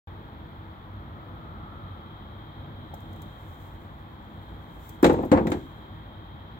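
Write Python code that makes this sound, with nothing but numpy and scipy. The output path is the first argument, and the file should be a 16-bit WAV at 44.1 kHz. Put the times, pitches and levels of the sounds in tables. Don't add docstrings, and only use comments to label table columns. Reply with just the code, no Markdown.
import sys
import numpy as np
from scipy import signal
from scipy.fft import rfft, irfft, next_fast_len
from scipy.io import wavfile
from scipy.ndimage import map_coordinates

SR = 44100
rng = np.random.default_rng(int(sys.argv[2]) if len(sys.argv) > 2 else 0)


def pcm_store(signal):
    levels = np.round(np.clip(np.atleast_2d(signal), -1, 1) * 32767)
    wavfile.write(sys.argv[1], SR, levels.astype(np.int16).T)


N = 290619

# start_s, thump_db, thump_hz, swell_s, boards_db, slap_db
SHOE_BLOWS = [(5.029, -3, 309, 0.0044, -21.5, -31), (5.043, -13.5, 300, 0.0034, -16, -18.5),
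              (5.063, -17.5, 165.7, .014, -21, -27.5), (5.0962, -29, 330, 0.0065, -25.5, -37),
              (5.316, -6.5, 180, 0.003, -17.5, -28), (5.327, -8.5, 284.5, 0.015, -15.5, -40),
              (5.35, -19.5, 275, 0.0082, -24, -53), (5.372, -24, 330, 0.0089, -20.5, -46),
              (5.469, -17, 170, .005, -30.5, -35.5), (5.518, -16.5, 305, 0.0053, -29.5, -30.5)]
# pitch_hz, level_db, t60_s
FRAME_MODES = [(83.7, -11, 0.4), (157, -4, 0.24), (230, 4, 0.29), (255.3, 2, 0.45), (317.2, 5, 0.28),
               (359.6, 2, 0.32), (395, 1.5, 0.26), (499.4, 1, 0.26), (535, -2.5, 0.28), (632, 1.5, 0.14),
               (690, -11, 0.081), (773, -10, 0.16), (876, -3.5, 0.12), (926, -5.5, 0.19), (1064, -9, 0.12)]
# start_s, end_s, first_knock_db, loss_db_per_rock, hardness_db_per_octave
ROCKING_SPELLS = [(5.0505, 5.25, -18, 3, .5), (5.3173, 5.555, -23, 1.93, -5)]
# share_of_rock, offset_db, hardness_db_per_octave
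FRAME_FEET = [(0, 1, 0), (0.499, -5.5, -3.5)]
# start_s, level_db
SHARP_TICKS = [(2.9408, -41), (3.2192, -41), (4.8923, -38.5), (5.0278, -27.5), (5.13, -40), (5.4698, -41),
               (5.5025, -38)]
# start_s, end_s, level_db
TICK_SPELLS = [(2.997, 3.2, -52), (5.209, 5.26, -47.5)]
# peak_s, level_db, rise_db_per_s, fall_db_per_s
CLOTH_RUSTLES = [(3, -72, 200, 19), (3.62, -64, 29, 68), (4.88, -55.5, 131, 220), (5.58, -66, 7, 33)]
# start_s, end_s, level_db
INSECT_BOUTS = [(2.002, 3.35, -62), (4.45, 4.898, -65.5), (5.648, 6.502, -62)]
# pitch_hz, level_db
FAN_TONES = [(323, -61.5), (818, -66), (1130, -64.5)]
# frequency_hz, relative_db
BOARD_SPECTRUM = [(30, -32), (55, -12), (100, -4.5), (190, -4.5), (270, 1.5), (400, -3), (510, 2),
                  (620, -9.5), (800, -3.5), (1100, -14), (1700, -21.5), (2300, -32.5), (3000, -39.5),
                  (5000, -57), (9000, -85)]
SLAP_SPECTRUM = [(100, -27), (500, -19), (1400, 6.5), (2300, 2), (2800, -6), (3900, -3), (5000, -16),
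                 (7600, -10), (9200, -24.5), (12000, -21.5), (16000, -27)]
TICK_SPECTRUM = [(300, -29), (1500, -9), (4000, -7), (5500, -5), (7600, 2.5), (9300, -12.5), (12000, 1.5),
                 (16000, 5)]
GRIP_SPECTRUM = [(60, -9), (300, -5), (600, 4), (850, 8), (1300, -15), (3000, -40), (8000, -60)]
# frequency_hz, relative_db
RUMBLE_SPECTRUM = [(20, -15), (35, -12.5), (55, -0.5), (80, -3.5), (98, 3), (120, -8.5), (150, -4),
                   (180, -12), (215, -8), (290, -15), (320, -10.5), (370, -18.5), (700, -21), (2000, -77)]
WASH_SPECTRUM = [(150, -25), (450, -10), (850, 4), (1300, 0), (2000, -7.5), (2850, -19.5), (3220, -7.5),
                 (3900, -15.5), (4700, -30), (6000, -39), (7600, -37.5), (9300, -54), (12000, -32),
                 (15500, -28.5)]
TYRE_SPECTRUM = [(600, -48), (1000, -13), (1200, 4.5), (1350, 4.5), (1550, -17), (2400, -56)]
INSECT_SPECTRUM = [(2800, -56), (3080, -12), (3200, 5), (3330, -6.5), (3450, -12), (3640, -6.5),
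                   (4000, -10), (4500, -63)]
# frequency_hz, t60_s
BOARD_DECAY = [(60, 0.91), (250, 0.24), (800, 0.17), (2000, 0.16), (8000, 0.14)]
WALL_DECAY = [(100, 0.94), (500, 0.26), (2000, 0.46), (7000, 0.6), (15000, 0.27)]
# frequency_hz, correlation
FOCUSED = [(60, 1), (280, 0.91), (550, 0.99), (1200, 0.44), (7000, 0.12), (14000, 0.26)]
DIFFUSE = [(60, 0.86), (130, 0.93), (290, 0.86), (640, 0.24), (1410, 0.51), (3100, 0.25), (6820, 0.065),
           (15000, -0.064)]
# frequency_hz, left_minus_right_db
NEAR_BALANCE = [(100, -0.5), (300, 1), (600, 1.5), (2500, 3.5), (5000, -2), (9000, 3.5), (14000, 3.5)]
FAR_BALANCE = [(100, -0.5), (220, 0), (450, 3), (900, 2.5), (1600, 0), (3200, 0), (4000, 8.5), (5700, -6.5),
               (8000, 3.5), (10800, 6.5), (14000, 1.5)]
# frequency_hz, lead_ms
LEFT_LEAD = [(200, 0.36), (500, 0.27), (950, 0.24), (1200, .36), (2000, 0.418)]


def shoe():
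    out, t = np.zeros((2, N)), np.arange(SR) / SR
    for start_s, thump_db, thump_hz, swell_s, boards_db, slap_db in SHOE_BLOWS:
        push = (t / swell_s * np.exp(1 - t / swell_s)) ** 3.5
        thump = push * np.sin(2 * np.pi * thump_hz * t)
        hardness = 3.5 * np.log2(thump_hz / 181)
        planks = boards(hardness, t60=0.78)
        sole_crack = fade(t60=0.041, attack=0.00044)
        canvas_flap = amp(-6.5) * fade(t60=0.14, attack=0.0019)
        slap = noise(SLAP_SPECTRUM, FOCUSED, SR) * (sole_crack + canvas_flap)
        add(out, start_s, amp(thump_db) * thump + amp(boards_db) * planks + amp(slap_db) * slap)
    return out


def frame():
    rock_s, scatter_s, ring_db = 0.0452, 0.0007, -10
    out, t = np.zeros((2, N)), np.arange(SR) / SR
    hz, mode_db, t60 = np.transpose(FRAME_MODES)[:, :, None]
    modes = fade(t60, attack=0.002) * np.sin(2 * np.pi * hz * t)
    for start_s, end_s, first_db, loss_db, hardness in ROCKING_SPELLS:
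        for rock, rock_start_s in enumerate(np.arange(start_s, end_s, rock_s)):
            for share, foot_db, foot_hardness in FRAME_FEET:
                strengths = amp(ring_db + mode_db + rng.normal(0, 2.6, hz.shape))
                ring = np.sum(strengths * modes, axis=0)
                knock = ring + boards(hardness + foot_hardness, t60=0.15)
                knock_s = rock_start_s + share * rock_s + scatter_s * rng.normal()
                add(out, knock_s, amp(first_db + foot_db - rock * loss_db) * knock)
    return filtered(out, lambda f: amp(along([(1000, 0), (1500, -5.5), (4000, 5)], f)))


def boards(hardness_db_per_octave, t60):
    hz, db = np.transpose(BOARD_SPECTRUM)
    tilted = np.transpose([hz, db + hardness_db_per_octave * np.log2(hz)])
    ring = dying(noise(tilted, FOCUSED, SR), BOARD_DECAY) * fade(t60, attack=0.0013)
    return ring / np.std(ring[:, :SR // 50])


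def handling():
    grip_s, grip_db = 2.934, -35.5
    motion = sum(swell(s, s, db, rise, fall) for s, db, rise, fall in CLOTH_RUSTLES)
    out = motion * amp(2 * wobble(40)) * noise(TICK_SPECTRUM, DIFFUSE, N)
    faint_ticks = [(s, db) for start, end, db in TICK_SPELLS for s in rng.uniform(start, end, size=3)]
    tick_shape = fade(t60=0.019, attack=0.0003) + amp(-13) * fade(t60=0.09, attack=0.003)
    for start_s, db in SHARP_TICKS + faint_ticks:
        add(out, start_s, amp(db) * noise(TICK_SPECTRUM, FOCUSED, SR) * tick_shape)
    bump = noise(GRIP_SPECTRUM, FOCUSED, SR) * fade(t60=0.091, attack=0.0033)
    add(out, grip_s, amp(grip_db) * bump)
    return out


def walls(x):
    white = noise([(100, 0.0021), (10000, 0)], FOCUSED, SR)
    tail = dying(white, WALL_DECAY) * fade(t60=5, attack=0.0028)
    return signal.fftconvolve(x, tail / np.linalg.norm(tail[0]), axes=1)[:, :N]


def traffic():
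    town_db, wash_db, car_db, tyres_db = -43, -50.5, -46, -50
    nearest_s, pass_s = 1.67, 0.41
    nearness = 1 / np.hypot(1, (np.arange(N) / SR - nearest_s) / pass_s)
    rumble_gain = np.hypot(amp(town_db), amp(car_db) * nearness) * amp(0.93 * wobble(6))
    rumble = rumble_gain * noise(RUMBLE_SPECTRUM, FOCUSED, N)
    wash = amp(wash_db + 0.27 * wobble(3.74)) * noise(WASH_SPECTRUM, DIFFUSE, N)
    whine = amp(tyres_db) * nearness ** 1.42 * noise(TYRE_SPECTRUM, DIFFUSE, N)
    return rumble + wash + whine


def insects():
    bouts = [swell(start, end, db, rise=24, fall=24) for start, end, db in INSECT_BOUTS]
    return np.max(bouts, axis=0) * amp(1.1 * wobble(11)) * noise(INSECT_SPECTRUM, DIFFUSE, N)


def fan():
    phase_per_hz = 2 * np.pi * np.cumsum(1 + 0.00291 * wobble(4.1)) / SR
    return sum(amp(db + 1.2 * wobble(3.2)) * np.sqrt(2) * np.sin(hz * phase_per_hz) for hz, db in FAN_TONES)


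def microphone_ports(x, balance):
    sides = np.array([[0.5], [-0.5]])

    def response(hz):
        lead_s = along(LEFT_LEAD, hz) / 1000
        return amp(sides * along(balance, hz)) * np.exp(2j * np.pi * hz * sides * lead_s)
    return filtered(x, response)


def amp(db):
    return 10 ** (np.asarray(db) / 20)


def along(points, hz):
    frequencies, values = np.transpose(points)
    return np.interp(np.log(hz + 1), np.log(frequencies), values)


def wobble(rate):
    knots = rng.standard_normal(int(N * rate / SR) + 4)
    return map_coordinates(knots, [np.arange(N) * rate / SR])


def filtered(x, response):
    n = x.shape[-1]
    padded = next_fast_len(n + SR // 10)
    return irfft(rfft(x, padded) * response(np.fft.rfftfreq(padded, 1 / SR)), padded)[..., :n]


def noise(spectrum, likeness, size):
    def response(hz):
        width = np.arccos(np.clip(along(likeness, hz), -1, 1)) / 2
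        return amp(along(spectrum, hz)) * [np.cos(width), np.sin(width)]
    mid, side = filtered(rng.standard_normal((2, size)), response)
    stereo = np.array([mid + side, mid - side])
    return stereo / np.sqrt(np.mean(stereo ** 2) + 1e-20)


def dying(x, t60s):
    hz, t, bands = signal.stft(x, SR, nperseg=256)
    decay = amp(-60 * t / along(t60s, hz)[:, None])
    return signal.istft(bands * decay, SR, nperseg=256)[1][:, :x.shape[-1]]


def fade(t60, attack):
    t = np.arange(SR) / SR
    return np.exp(-np.log(1000) * t / t60) * (1 - np.exp(-t / attack))


def swell(start_s, end_s, db, rise, fall):
    t = np.arange(N) / SR
    return amp(db - rise * np.maximum(start_s - t, 0) - fall * np.maximum(t - end_s, 0))


def add(track, start_s, sound):
    part = track[:, round(start_s * SR):][:, :sound.shape[-1]]
    part += sound[..., :part.shape[-1]]


def scene():
    throw = shoe() + frame() + handling()
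    near = throw + amp(-14.5) * walls(throw)
    far = traffic() + insects() + fan()
    return microphone_ports(near, NEAR_BALANCE) + microphone_ports(far, FAR_BALANCE)


def record(dry):
    opens_s, low_cut_hz, top_hz, ceiling = 0.0725, 36, 16200, 0.95
    thin = signal.sosfilt(signal.butter(3, low_cut_hz, "highpass", fs=SR, output="sos"), dry)
    rounded = thin / (1 + (thin / ceiling) ** 8) ** (1 / 8)
    is_open = np.arange(N) / SR > opens_s
    return filtered(rounded * is_open, lambda hz: hz < top_hz)


dry = scene()
out = record(dry)
pcm_store(out)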